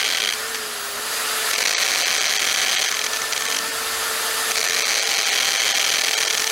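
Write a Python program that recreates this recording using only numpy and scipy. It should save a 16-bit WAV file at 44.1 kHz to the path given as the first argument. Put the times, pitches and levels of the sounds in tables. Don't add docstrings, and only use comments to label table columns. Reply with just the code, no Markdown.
import sys
import numpy as np
from scipy import signal
from scipy.io import wavfile
from scipy.ndimage import uniform_filter1d

SR = 44100
rng = np.random.default_rng(int(sys.argv[2]) if len(sys.argv) > 2 else 0)


def transcribe(signal):
    frames = np.atleast_2d(signal).T
    limited = np.clip(frames, -1, 1)
    pcm = np.round(limited * 32767).astype(np.int16)
    wavfile.write(sys.argv[1], SR, pcm)


def decibels_to_gain(level_db):
    exponent = np.asarray(level_db, float) / 20
    return 10 ** exponent


N = 287091

# (start [s], end [s])
PUSHES = [
    (-.01, .34),
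    (1.51, 2.9),
    (4.51, 6.29),
]
# (time [s], peak level [dB])
FIRST_PUSH = [(0.0046, -11), (0.029, -10), (0.0504, -10), (0.0608, -13), (0.0643, -13), (0.0792, -13),
              (0.0892, -13), (0.0926, -17), (0.1029, -9.5), (0.1244, -9), (0.149, -7), (0.153, -13),
              (0.172, -8.5), (0.203, -9), (0.2077, -12), (0.2203, -10), (0.2388, -7.5), (0.2495, -10),
              (0.2733, -11), (0.2775, -11), (0.29, -6.5), (0.3013, -12)]
# (time [s], peak level [dB])
SECOND_PUSH = [(1.5129, -9), (1.5338, -12.5), (1.541, -10), (1.5835, -17), (1.606, -12), (1.61, -12),
               (1.6245, -20), (1.628, -4.5), (1.639, -12), (1.654, -9), (1.6582, -5.5), (1.6613, -5),
               (1.6727, -8), (1.679, -7), (1.6826, -6), (1.695, -9), (1.7093, -6.5), (1.715, -11),
               (1.7283, -14), (1.748, -9), (1.752, -8), (1.7825, -4), (1.787, -9), (1.822, -11.5),
               (1.8263, -5), (1.83, -6), (1.8347, -9), (1.849, -13), (1.8636, -8), (1.879, -12),
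               (1.8867, -7), (1.897, -15), (1.918, -6), (1.9386, -6), (1.9492, -9), (1.9534, -13),
               (1.9588, -4), (2.0078, -8.5), (2.0141, -8), (2.0382, -7), (2.048, -5.5), (2.058, -7),
               (2.07, -9), (2.0818, -3.5), (2.0863, -8), (2.0923, -10), (2.106, -5), (2.1127, -6),
               (2.1166, -14), (2.1286, -8), (2.1402, -11), (2.1522, -4), (2.1651, -7), (2.18, -10),
               (2.1838, -10),
               (2.193, -11), (2.209, -6), (2.215, -3), (2.2256, -8), (2.234, -11), (2.2428, -7),
               (2.2557, -6), (2.2632, -8), (2.269, -9), (2.281, -9), (2.2954, -9), (2.305, -11), (2.31, -8),
               (2.3235, -12), (2.3273, -13), (2.3376, -7), (2.3626, -13), (2.366, -13), (2.3755, -7),
               (2.383, -8), (2.3948, -10.5), (2.404, -14), (2.4183, -15), (2.4213, -7), (2.429, -8),
               (2.4433, -13), (2.475, -5), (2.4875, -8.5), (2.4981, -8.5), (2.514, -9.5), (2.522, -12.5),
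               (2.5275, -12.5), (2.5428, -10), (2.5468, -7.5), (2.561, -11), (2.588, -10.0), (2.6, -12),
               (2.6064, -15), (2.617, -9), (2.6296, -11), (2.6347, -11), (2.6486, -13), (2.6633, -11.0),
               (2.6832, -9), (2.6978, -11), (2.714, -10), (2.7302, -10.5), (2.736, -12), (2.7675, -9.5),
               (2.7728, -9.5), (2.7995, -16), (2.8206, -6.5), (2.8276, -9), (2.862, -13), (2.887, -12)]
# (time [s], peak level [dB])
THIRD_PUSH = [(4.5182, -9.5), (4.5577, -9.5), (4.57, -15), (4.5772, -7), (4.5827, -4.5), (4.594, -11),
              (4.6138, -6), (4.6294, -9), (4.6546, -14), (4.6662, -13), (4.6756, -8), (4.6869, -9),
              (4.698, -8), (4.7089, -7), (4.7222, -10), (4.7331, -11), (4.743, -14), (4.7473, -8),
              (4.7643, -9.5), (4.769, -8.5), (4.791, -12.5), (4.796, -7), (4.807, -11), (4.8218, -12),
              (4.8317, -12), (4.844, -5), (4.8543, -7), (4.8702, -12), (4.8812, -10.5), (4.8921, -10),
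              (4.8973, -12), (4.9083, -8), (4.918, -9.5), (4.9283, -13), (4.943, -9), (4.9522, -10),
              (4.9574, -9), (4.97, -12), (4.9797, -10), (4.988, -9), (4.9963, -10), (5.006, -11.0),
              (5.016, -10), (5.0272, -11.0), (5.043, -8), (5.055, -8.5), (5.077, -12), (5.092, -7),
              (5.117, -11), (5.14, -12), (5.1458, -13), (5.171, -9), (5.182, -9), (5.1873, -9),
                (5.1923, -7), (5.2011, -10.5), (5.213, -9), (5.231, -13), (5.2475, -11), (5.2557, -10.5),
                (5.2683, -8), (5.2745, -9), (5.2923, -12), (5.302, -13), (5.3317, -7), (5.338, -8),
                (5.3429, -11), (5.3585, -8), (5.3621, -8.5), (5.367, -12), (5.385, -9), (5.3897, -8),
                (5.4016, -9.5), (5.4054, -11.5), (5.409, -9), (5.427, -13), (5.4312, -8.5), (5.4574, -7),
                (5.4705, -10.5), (5.4842, -12), (5.4895, -6.5), (5.5076, -8), (5.5207, -11.5), (5.533, -15),
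                (5.5394, -10), (5.552, -7), (5.56, -8.5), (5.5877, -9.5), (5.6, -8), (5.6041, -8),
                (5.6193, -6.5), (5.63, -11), (5.6361, -9), (5.6648, -9.5), (5.6682, -13), (5.6794, -9),
              (5.6904, -8), (5.7095, -10), (5.7186, -11), (5.7521, -9), (5.757, -9), (5.7734, -8),
              (5.7776, -10), (5.7824, -10), (5.7964, -6), (5.8001, -7), (5.805, -9), (5.8125, -11),
              (5.8285, -11), (5.8436, -6), (5.848, -8), (5.8645, -8.5), (5.8739, -13), (5.891, -15),
              (5.8949, -10), (5.9025, -7), (5.9192, -11.5), (5.9401, -8), (5.946, -8), (5.9582, -9.5),
              (5.9698, -11), (5.9841, -9), (5.989, -10), (6.013, -7), (6.0192, -8), (6.0475, -6),
              (6.0825, -8), (6.0859, -11.0), (6.0932, -10), (6.1116, -9), (6.1325, -10), (6.1361, -11),
              (6.1414, -12), (6.1608, -12), (6.182, -7), (6.1875, -9.5), (6.205, -14), (6.2098, -8),
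              (6.217, -10), (6.228, -8), (6.233, -4.5), (6.2785, -6), (6.2819, -7)]
SOFT_EARLY = [0.013, 0.0443, 0.0538, 0.0707, 0.1136, 0.136, 0.185, 0.2296, 0.2592, 0.325, 1.5365, 1.5604,
              1.589, 1.7356, 1.7698, 1.793, 1.8, 1.8039, 1.817, 1.8516, 1.868, 1.9287, 1.972, 1.9752,
              1.9797, 1.986, 1.9916, 2.0013, 2.0213, 2.0326, 2.045, 2.0638, 2.148, 2.1597, 2.176, 2.2016,
              2.2205, 2.274, 2.289, 2.348, 2.357, 2.3984, 2.4483, 2.4527, 2.4713, 2.4935, 2.551, 2.572,
              2.5764, 2.5949, 2.622, 2.6722, 2.6903, 2.694, 2.7191, 2.7433, 2.75, 2.7634, 2.784, 2.7934]
SOFT_LATE = [2.815, 2.8407, 2.8457, 4.5117, 4.6422, 4.6483, 4.753, 4.7762, 4.78, 4.8861, 4.9243, 4.9332,
             4.976, 5.033, 5.0502, 5.0723, 5.099, 5.102, 5.114, 5.152, 5.165, 5.221, 5.2377, 5.242, 5.286,
             5.3128, 5.3183, 5.328, 5.3762, 5.3797, 5.414, 5.447, 5.4532, 5.479, 5.496, 5.5694, 5.6096,
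             5.6453, 5.654, 5.659, 5.673, 5.7, 5.7033, 5.726, 5.7298, 5.7414, 5.7675, 5.8535, 5.8802, 5.915,
             5.923, 5.9496, 5.9954, 6.0378, 6.059, 6.0704, 6.1167, 6.1696, 6.2402, 6.252]
FAINT_EARLY = [0.0008, 0.007, 0.0164, 0.0335, 0.108, 0.1314, 0.155, 0.1606, 0.178, 0.309, 0.337, 1.553,
               1.6214, 1.6923, 1.7576, 1.7645, 1.8106, 1.844, 1.8562, 1.8937, 1.9024, 1.908, 1.91, 1.924,
               1.935, 1.9444, 1.9664, 2.0253, 2.042, 2.0542, 2.0775, 2.097, 2.1007, 2.1207, 2.1246, 2.1355,
               2.1443, 2.1724, 2.1871, 2.1985, 2.247, 2.2515, 2.2595, 2.2843, 2.3, 2.316, 2.354, 2.424,
               2.4346, 2.467, 2.481, 2.5045, 2.5097, 2.518, 2.582, 2.6259, 2.642, 2.6679, 2.7041, 2.7235]
FAINT_LATE = [2.7783, 2.8517, 2.87, 2.8803, 2.8928, 4.6057, 4.787, 4.813, 4.825, 4.8336, 4.838, 4.8496,
              4.861, 4.8643, 4.9037, 4.9127, 4.921, 4.962, 5.0013, 5.0114, 5.0225, 5.061, 5.066, 5.108,
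              5.125, 5.1318, 5.16, 5.2043, 5.262, 5.2812, 5.297, 5.3074, 5.3212, 5.3533, 5.4232, 5.4383,
              5.4652, 5.476, 5.5025, 5.516, 5.55, 5.5759, 5.5806, 5.583, 5.593, 5.5967, 5.6232, 5.6271,
              5.7464, 5.8167, 5.822, 5.8699, 5.9281, 5.9658, 6.041, 6.0641, 6.1529, 6.1787, 6.2608, 6.273]
# (time [s],
# level [dB], rebound delay [ms], rebound level [dB])
TOUCHES = [(.547, -23.5, 9.5, -30), (2.914, -20, 11, -15), (2.943, -19, 6.5, -22), (2.969, -19, 1, -26),
           (2.992, -19, 1.5, -18), (3.015, -16, 7, -22), (3.041, -20, 3.5, -21), (3.0647, -14, 3, -21),
           (3.134, -19, 8, -31), (3.1622, -26, 8.5, -23), (3.2195, -20, -0.5, -33), (3.325, -18, 7, -17),
           (3.364, -21, 13.5, -17.5), (3.422, -20, -14, -25), (3.4535, -22, 11, -23),
           (3.478, -21, 7.5, -24), (3.502, -22, 12.5, -20), (3.524, -18, 3.5, -22), (3.5462, -23, 1, -21),
           (3.5656, -19, 3.5, -20), (3.587, -25, 1, -16), (6.3026, -11, 5.5, -5), (6.3118, -16, -11, -20),
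           (6.3284, -15, 6, -17), (6.3457, -20, 5.5, -11), (6.3755, -16, 5, -9), (6.397, -13, 5, -15),
           (6.4216, -14, 1.5, -22), (6.443, -13, 1, -15), (6.47, -16, 6, -11), (6.5, -17, -1, -34)]
BLOW_DB, CEILING_DB = -15, -12
SQUEEZE = 1.19
SOFT_DB, FAINT_DB = -17, -19

# (frequency [Hz], level [dB])
BIT = [
    (650, -14),
    (1300, -11),
    (1890, -4),
    (2290, 2),
    (3170, -3.5),
    (4150, 2.5),
    (4620, -3.5),
    (6100, 2),
    (9180, -8.5),
]
BIT_WIDTH_HZ = [750, 600, 480, 360, 200, 520, 350, 800, 500]
# (time [s], shank ring [dB], tip ring [dB], loose grit [dB])
SEAT = [(0, 4.5, -0.5, -18), (.35, 7, 2.5, -11.5), (1.5, -12, 2, -7), (1.75, -5, 2.5, -12),
        (2.2, -1.5, 3, -23), (2.8, 5.5, 3.5, -9.5), (3.1, 3, 6.5, -11), (3.6, 7, 8, -11), (4.5, -6, 7, -16),
        (4.9, -4.5, 3.5, -14), (5.3, 3, 2.5, -11.5), (5.8, 4.5, 4.5, -10.5), (6.2, 3.5, 4.5, -12),
        (6.51, 3.5, 9.5, -23)]

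# (time [s], turns [Hz], first order [dB], fourth order [dB], second and third orders [dB])
ARMATURE = [(0, 430, -45, -59, -70), (.3, 424.6, -43, -39, -69), (.5, 454, -39, -37, -55),
            (.8, 405, -43.5, -65, -64), (.95, 406, -43.5, -52, -64), (1.05, 438, -42.5, -51, -48.5),
            (1.5, 436.8, -39, -31, -44), (1.75, 438, -41.5, -36, -52), (2.2, 427.4, -47, -34, -80),
            (2.9, 430.6, -43.5, -33.5, -48), (3.2, 443.3, -41.5, -36, -46.5),
            (3.6, 447.3, -41, -35.5, -45.5), (4.4, 446.7, -38, -38, -45), (4.7, 444.3, -38.5, -30, -60),
            (5.1, 443.7, -39, -47, -71), (5.5, 428.2, -43, -35, -64), (6, 441, -40, -32.5, -48),
            (6.51, 444, -36, -32, -41)]
# (time [s], pitch [Hz], level [dB], octave level [dB])
GEAR = [(0, 780, -46, -36), (.3, 758, -41, -37), (.4, 736, -74, -65), (1.7, 761, -85, -65),
        (1.8, 765, -38, -58), (2.85, 768, -38, -58), (2.95, 807, -60, -65), (4.5, 818, -53, -65),
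        (4.8, 815, -41, -62), (5.2, 794.6, -36, -60), (5.6, 785, -36, -60), (6.1, 792, -37.5, -60),
        (6.51, 816, -41, -60)]

# (frequency [Hz], density [dB per Hz])
AIR = [(20, -45), (45, -25), (65, -19), (120, -24), (200, -17.5), (350, -1), (700, 8), (950, -3.5),
       (1300, 1), (2300, -4.5), (5000, -3.5), (8000, -7.5), (12000, -13.5), (16000, -18)]
# (frequency [Hz], width [Hz], level [dB])
HOUSING = [
    (1350, 300, 3),
    (1780, 200, 4),
    (4750, 400, 2),
    (5550, 600, -5),
    (11100, 1300, 7.5),
]
# (time [s], share [0-1])
FREE = [(0, 0), (.35, 0.7), (.95, 1), (1.2, 0.87), (1.5, 1), (1.6, 0.05), (3, 0.45), (3.7, 0.7), (4, 1.01),
        (4.5, 0.98), (4.75, 0.33)]
# (time [s], level [dB])
NOISE_SWELL = [(0, -0.5), (.4, 0.5), (.65, -1), (.92, -1), (1.15, 3), (1.49, 5), (1.7, 3), (2.7, 1.5),
               (3.3, 1.5), (3.7, 2), (4.1, 3.5), (4.5, 4.5), (4.8, 2), (5.5, 2), (6.51, 5)]
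# (level at rest [dB], share of the slow swell [ratio], added by a push [dB])
NOISES = [
    (-44, 0.94, 1.5),
    (-30.5, 1.09, -1.5),
    (-32.5, 1.09, 1),
    (-51.5, 0.37, 0),
]
GRIND_DB, HUSH_DB = 2.5, -3.2
GRIND_S = .006

# (frequency [Hz], level [dB])
HUM = [
    (60, -64),
    (90, -65.5),
    (240, -55),
]
# (start [s], end [s], from [Hz], to [Hz], level [dB])
PASSING = [
    (3.48, 3.72, 298, 275, -46.5),
    (3.53, 3.743, 230, 180, -52.5),
    (3.74, 4.153, 85, 53, -54),
    (4.2, 4.46, 70, 57, -57),
    (0.38, 0.72, 80, 77, -62),
    (0.79, .95, 15750, 15480, -44),
]

# (time [s], share of weak bins lost [0-1])
THINNED = [(1.041, 0.25), (1.554, 0.45), (1.752, 0.33), (1.766, 0.22), (2.043, 0.44), (2.195, 0.6),
           (2.28, 0.33), (2.382, 0.44), (2.77, 0.32), (2.875, 0.5), (2.94, 0.29), (3.025, 0.25),
           (3.475, 0.45), (3.71, 0.38), (4.67, 0.34), (4.84, 0.62), (5.01, 0.29), (5.05, 0.44),
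           (5.159, 0.44), (5.245, 0.56), (5.31, 0.46), (5.587, 0.48), (5.735, 0.71), (6.16, 0.58),
           (6.267, 0.37)]
TREBLE_CUT_DB = [1, -7, -27, -22, -9, -9, -6, -10, -12, -5, -4, -2, -6, -3, -5, -8, -10, -4, -3, -5, -9, -6,
                 -9, -11, -9]
EDGE_HZ, TREBLE_HZ = 15830, 9500


def evened(x):
    return x / np.sqrt(np.mean(x ** 2) + 1e-20)


def curves(rows, t):
    s, *columns = np.transpose(rows)
    return [np.interp(t, s, c) for c in columns]


def drift(rate_hz):
    return evened(signal.lfilter(*signal.butter(2, rate_hz, fs=SR), rng.standard_normal(N)))


def pushing(t):
    return sum((t > start) * (t < end) * 1. for start, end in PUSHES)


def blows():
    struck = FIRST_PUSH + SECOND_PUSH + THIRD_PUSH
    at, peak_db = np.transpose(struck)
    soft = np.ravel(SOFT_EARLY + SOFT_LATE)
    faint = np.ravel(FAINT_EARLY + FAINT_LATE)
    touch, touch_db, rebound_ms, rebound_db = np.transpose(TOUCHES)
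    blow_db = BLOW_DB + SQUEEZE * (peak_db - CEILING_DB)
    times = np.r_[np.r_[at, soft, faint] - .0002, touch, touch + rebound_ms / 1000]
    return times, np.r_[blow_db, SOFT_DB + 0 * soft, FAINT_DB + 0 * faint, touch_db, rebound_db]


def ring(hz, width, rise=0.00018):
    u = np.arange(-60, 900) / SR
    swell_and_decay = np.where(u < 0, np.exp(-(u / rise) ** 2 / 2), np.exp(-np.pi * width * u))
    return np.cos(2 * np.pi * hz * u) * swell_and_decay


def bit(hits, blows_db):
    count = len(hits)
    delay = rng.uniform([-.0005, .0008, .0015], [-.0001, .002, .004], (count, 3))
    grit = (hits[:, None] + delay).ravel()
    shank_db, tip_db, grit_db = curves(SEAT, np.append(hits, grit))
    at = np.round(np.append(hits + .0003, grit) * SR).astype(int)
    rattle_db = grit_db[count:] + blows_db.repeat(3) + 4 + 3.5 * rng.standard_normal(len(grit))
    size_db = np.append(blows_db, rattle_db)
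    size_db[count::3] = blows_db - 5

    hz, db = np.transpose(BIT)
    seat_db = np.outer(shank_db, abs(hz - 3200) < 400) + np.outer(tip_db, abs(hz - 6250) < 400)
    mix = decibels_to_gain(1.2 * rng.standard_normal((len(at), len(BIT))))
    evenness = np.sqrt((mix ** 2).mean(1, keepdims=True))
    mix *= decibels_to_gain(db + seat_db + size_db[:, None]) / evenness
    lag = rng.integers(-1, 4, mix.shape)
    lag[count:] *= 3
    trains = [np.bincount(np.clip(at + lag[:, k], 0, N - 1), mix[:, k], N) for k in range(len(BIT))]
    rings = sum(signal.oaconvolve(x, ring(f, width))[60:N + 60]
                for x, f, width in zip(trains, hz, BIT_WIDTH_HZ))

    dust_decay = np.exp(-1 / (.0012 * SR))
    dust = signal.lfilter([1], [1, -dust_decay], np.roll(trains[-1], -10)) * rng.standard_normal(N)
    crack = signal.sosfilt(signal.butter(4, 7500, "high", fs=SR, output="sos"), dust)
    rings = signal.sosfilt(signal.butter(3, 450, "high", fs=SR, output="sos"), rings)
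    return rings + decibels_to_gain(-12.5) * crack


def tone(hz, db, waver_db, wander=0.00407):
    turns = np.cumsum(hz * (1 + wander * drift(10.84))) / SR
    return np.sqrt(2) * decibels_to_gain(db + waver_db * drift(20.0)) * np.sin(2 * np.pi * turns)


def whine(t):
    hz, first_db, fourth_db, between_db = curves(ARMATURE, t)
    mesh_hz, mesh_db, octave_db = curves(GEAR, t)
    orders = tone(hz, first_db, 1.5 + 2.5 * pushing(t))
    orders += tone(2 * hz, between_db, 3.)
    orders += tone(3 * hz, between_db + 1, 4., .004)
    orders += tone(4 * hz, fourth_db - 1, 3, .003)
    gear = tone(mesh_hz, mesh_db, 0.8) + tone(2 * mesh_hz, octave_db, 1.8)
    return orders + gear


def motor_noise():
    frames, hz = N // 256 + 5, np.fft.rfftfreq(1024, 1 / SR)
    t = np.arange(frames) * 256 / SR
    swell_db = curves(NOISE_SWELL, t)[0]
    load = uniform_filter1d(pushing(np.minimum(t, 6.2)), size=12)
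    drone_db, roar_db, hiss_db, rumble_db = [rest_db + share * swell_db + push_db * load
                                             for rest_db, share, push_db in NOISES]
    a, b, patches = rng.standard_normal((frames, 513, 3)).T
    patches = uniform_filter1d(patches, size=12, axis=0)
    patches = evened(uniform_filter1d(patches, size=4, axis=1))

    pitch = np.log(hz + 1)
    air_hz, air_db = np.transpose(AIR)
    colour_db = np.interp(pitch, np.log(air_hz), air_db)
    bumps_db = sum(db / (1 + (2 * (hz - f) / width) ** 2) for f, width, db in HOUSING)
    singing = curves(FREE, t)[0]

    levels = np.array([rumble_db + 56, drone_db + 35, drone_db + 35, roar_db + 30, roar_db + 30, hiss_db + 33])
    corners = np.log([190, 330, 800, 1000, 1700, 2300])
    shares = np.array([np.interp(pitch, corners, row) for row in np.eye(6)])
    shape_db = colour_db[:, None] + np.outer(bumps_db, singing) + shares.T @ levels
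    z = (a + 1j * b) * decibels_to_gain(shape_db + 1.27 * patches - 46)
    noise = signal.istft(z, nperseg=1024, noverlap=768)[1][:N]
    return noise * decibels_to_gain(0.3 * drift(160.0))


def grind(t, hits, hits_db):
    busy = np.bincount(np.clip((hits * SR).astype(int), 0, N - 1), hits_db > -100, N)
    span = int(GRIND_S * SR)
    busy = np.minimum(uniform_filter1d(busy, span) * span, 1)
    busy = uniform_filter1d(busy, size=90)
    held = uniform_filter1d(pushing(t), size=400)
    return decibels_to_gain(GRIND_DB * busy + HUSH_DB * (0.5 - busy) * held)


def yard(x):
    u = np.arange(4000) / SR
    taps = rng.standard_normal(4000) * decibels_to_gain(-60 * u / 0.04) * (u > .0015)
    return x + decibels_to_gain(-17) * signal.oaconvolve(x, taps / np.linalg.norm(taps))[:N]


def passing(t):
    total = 0
    for start, end, from_hz, to_hz, db in PASSING:
        swell = np.sin(np.pi * np.clip((t - start) / (end - start), 0, 1)) ** 0.31
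        glide_hz = np.interp(t, [start, end], [from_hz, to_hz])
        total = total + swell * tone(glide_hz, db, 3, .15 / np.sqrt(from_hz))
    return total


def distant_hum():
    return sum(tone(hz, db, 3.2, 0.0085) for hz, db in HUM)


def scene():
    t = np.arange(N) / SR
    hits, hits_db = blows()
    knocks = yard(bit(hits, hits_db))
    motor = whine(t) + motor_noise() * grind(t, hits, hits_db)
    background = passing(t) + distant_hum()
    return np.tile(knocks + motor + background, (2, 1))


def thin_out(x):
    hz, t, z = signal.stft(x, SR, nperseg=1024, noverlap=768)
    lost = np.array([share * np.exp(-((t - s) / 0.012) ** 4) for s, share in THINNED])
    most = lost.max(0)
    bands = rng.random((65, len(THINNED))).repeat(8, axis=0)[:513][:, lost.argmax(0)]
    weak = abs(z) < decibels_to_gain(4) * uniform_filter1d(abs(z), size=40, axis=0)
    cuts_db = [db * np.exp(-((t - s) / 0.013) ** 4) for (s, _), db in zip(THINNED, TREBLE_CUT_DB)]
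    cut_db = np.array(cuts_db).min(0)
    reach = np.clip((hz - TREBLE_HZ) / 2000 + 1, 0, 1) ** 2 + (hz < 300)
    z = z * decibels_to_gain(np.outer(reach, cut_db))
    z = z * np.where((bands < most * 1.2) & weak, decibels_to_gain(-40 * most), 1)
    return signal.istft(z, SR, nperseg=1024, noverlap=768)[1][:N]


def roll_off(x):
    return signal.sosfilt(signal.butter(12, 16970, fs=SR, output="sos"), x)


def record(dry):
    x = dry[0]
    power_db = 10 * np.log10(uniform_filter1d(x ** 2, size=130) + 1e-12)
    fall = np.arange(N) * 350. / SR
    held_db = np.maximum.accumulate(power_db + fall) - fall
    over_db = np.maximum(held_db + 18.5, 0)
    x = x / decibels_to_gain(.6 * uniform_filter1d(over_db, size=60))
    x = thin_out(.52 * np.tanh(x / .52))
    x = signal.oaconvolve(x, signal.firwin(2047, EDGE_HZ, window=("kaiser", 9), fs=SR), "same")
    x = signal.sosfilt(signal.butter(2, 55, "high", fs=SR, output="sos"), x)
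    return roll_off(np.tile(x, (2, 1)))


dry = scene()
out = record(dry)
transcribe(out)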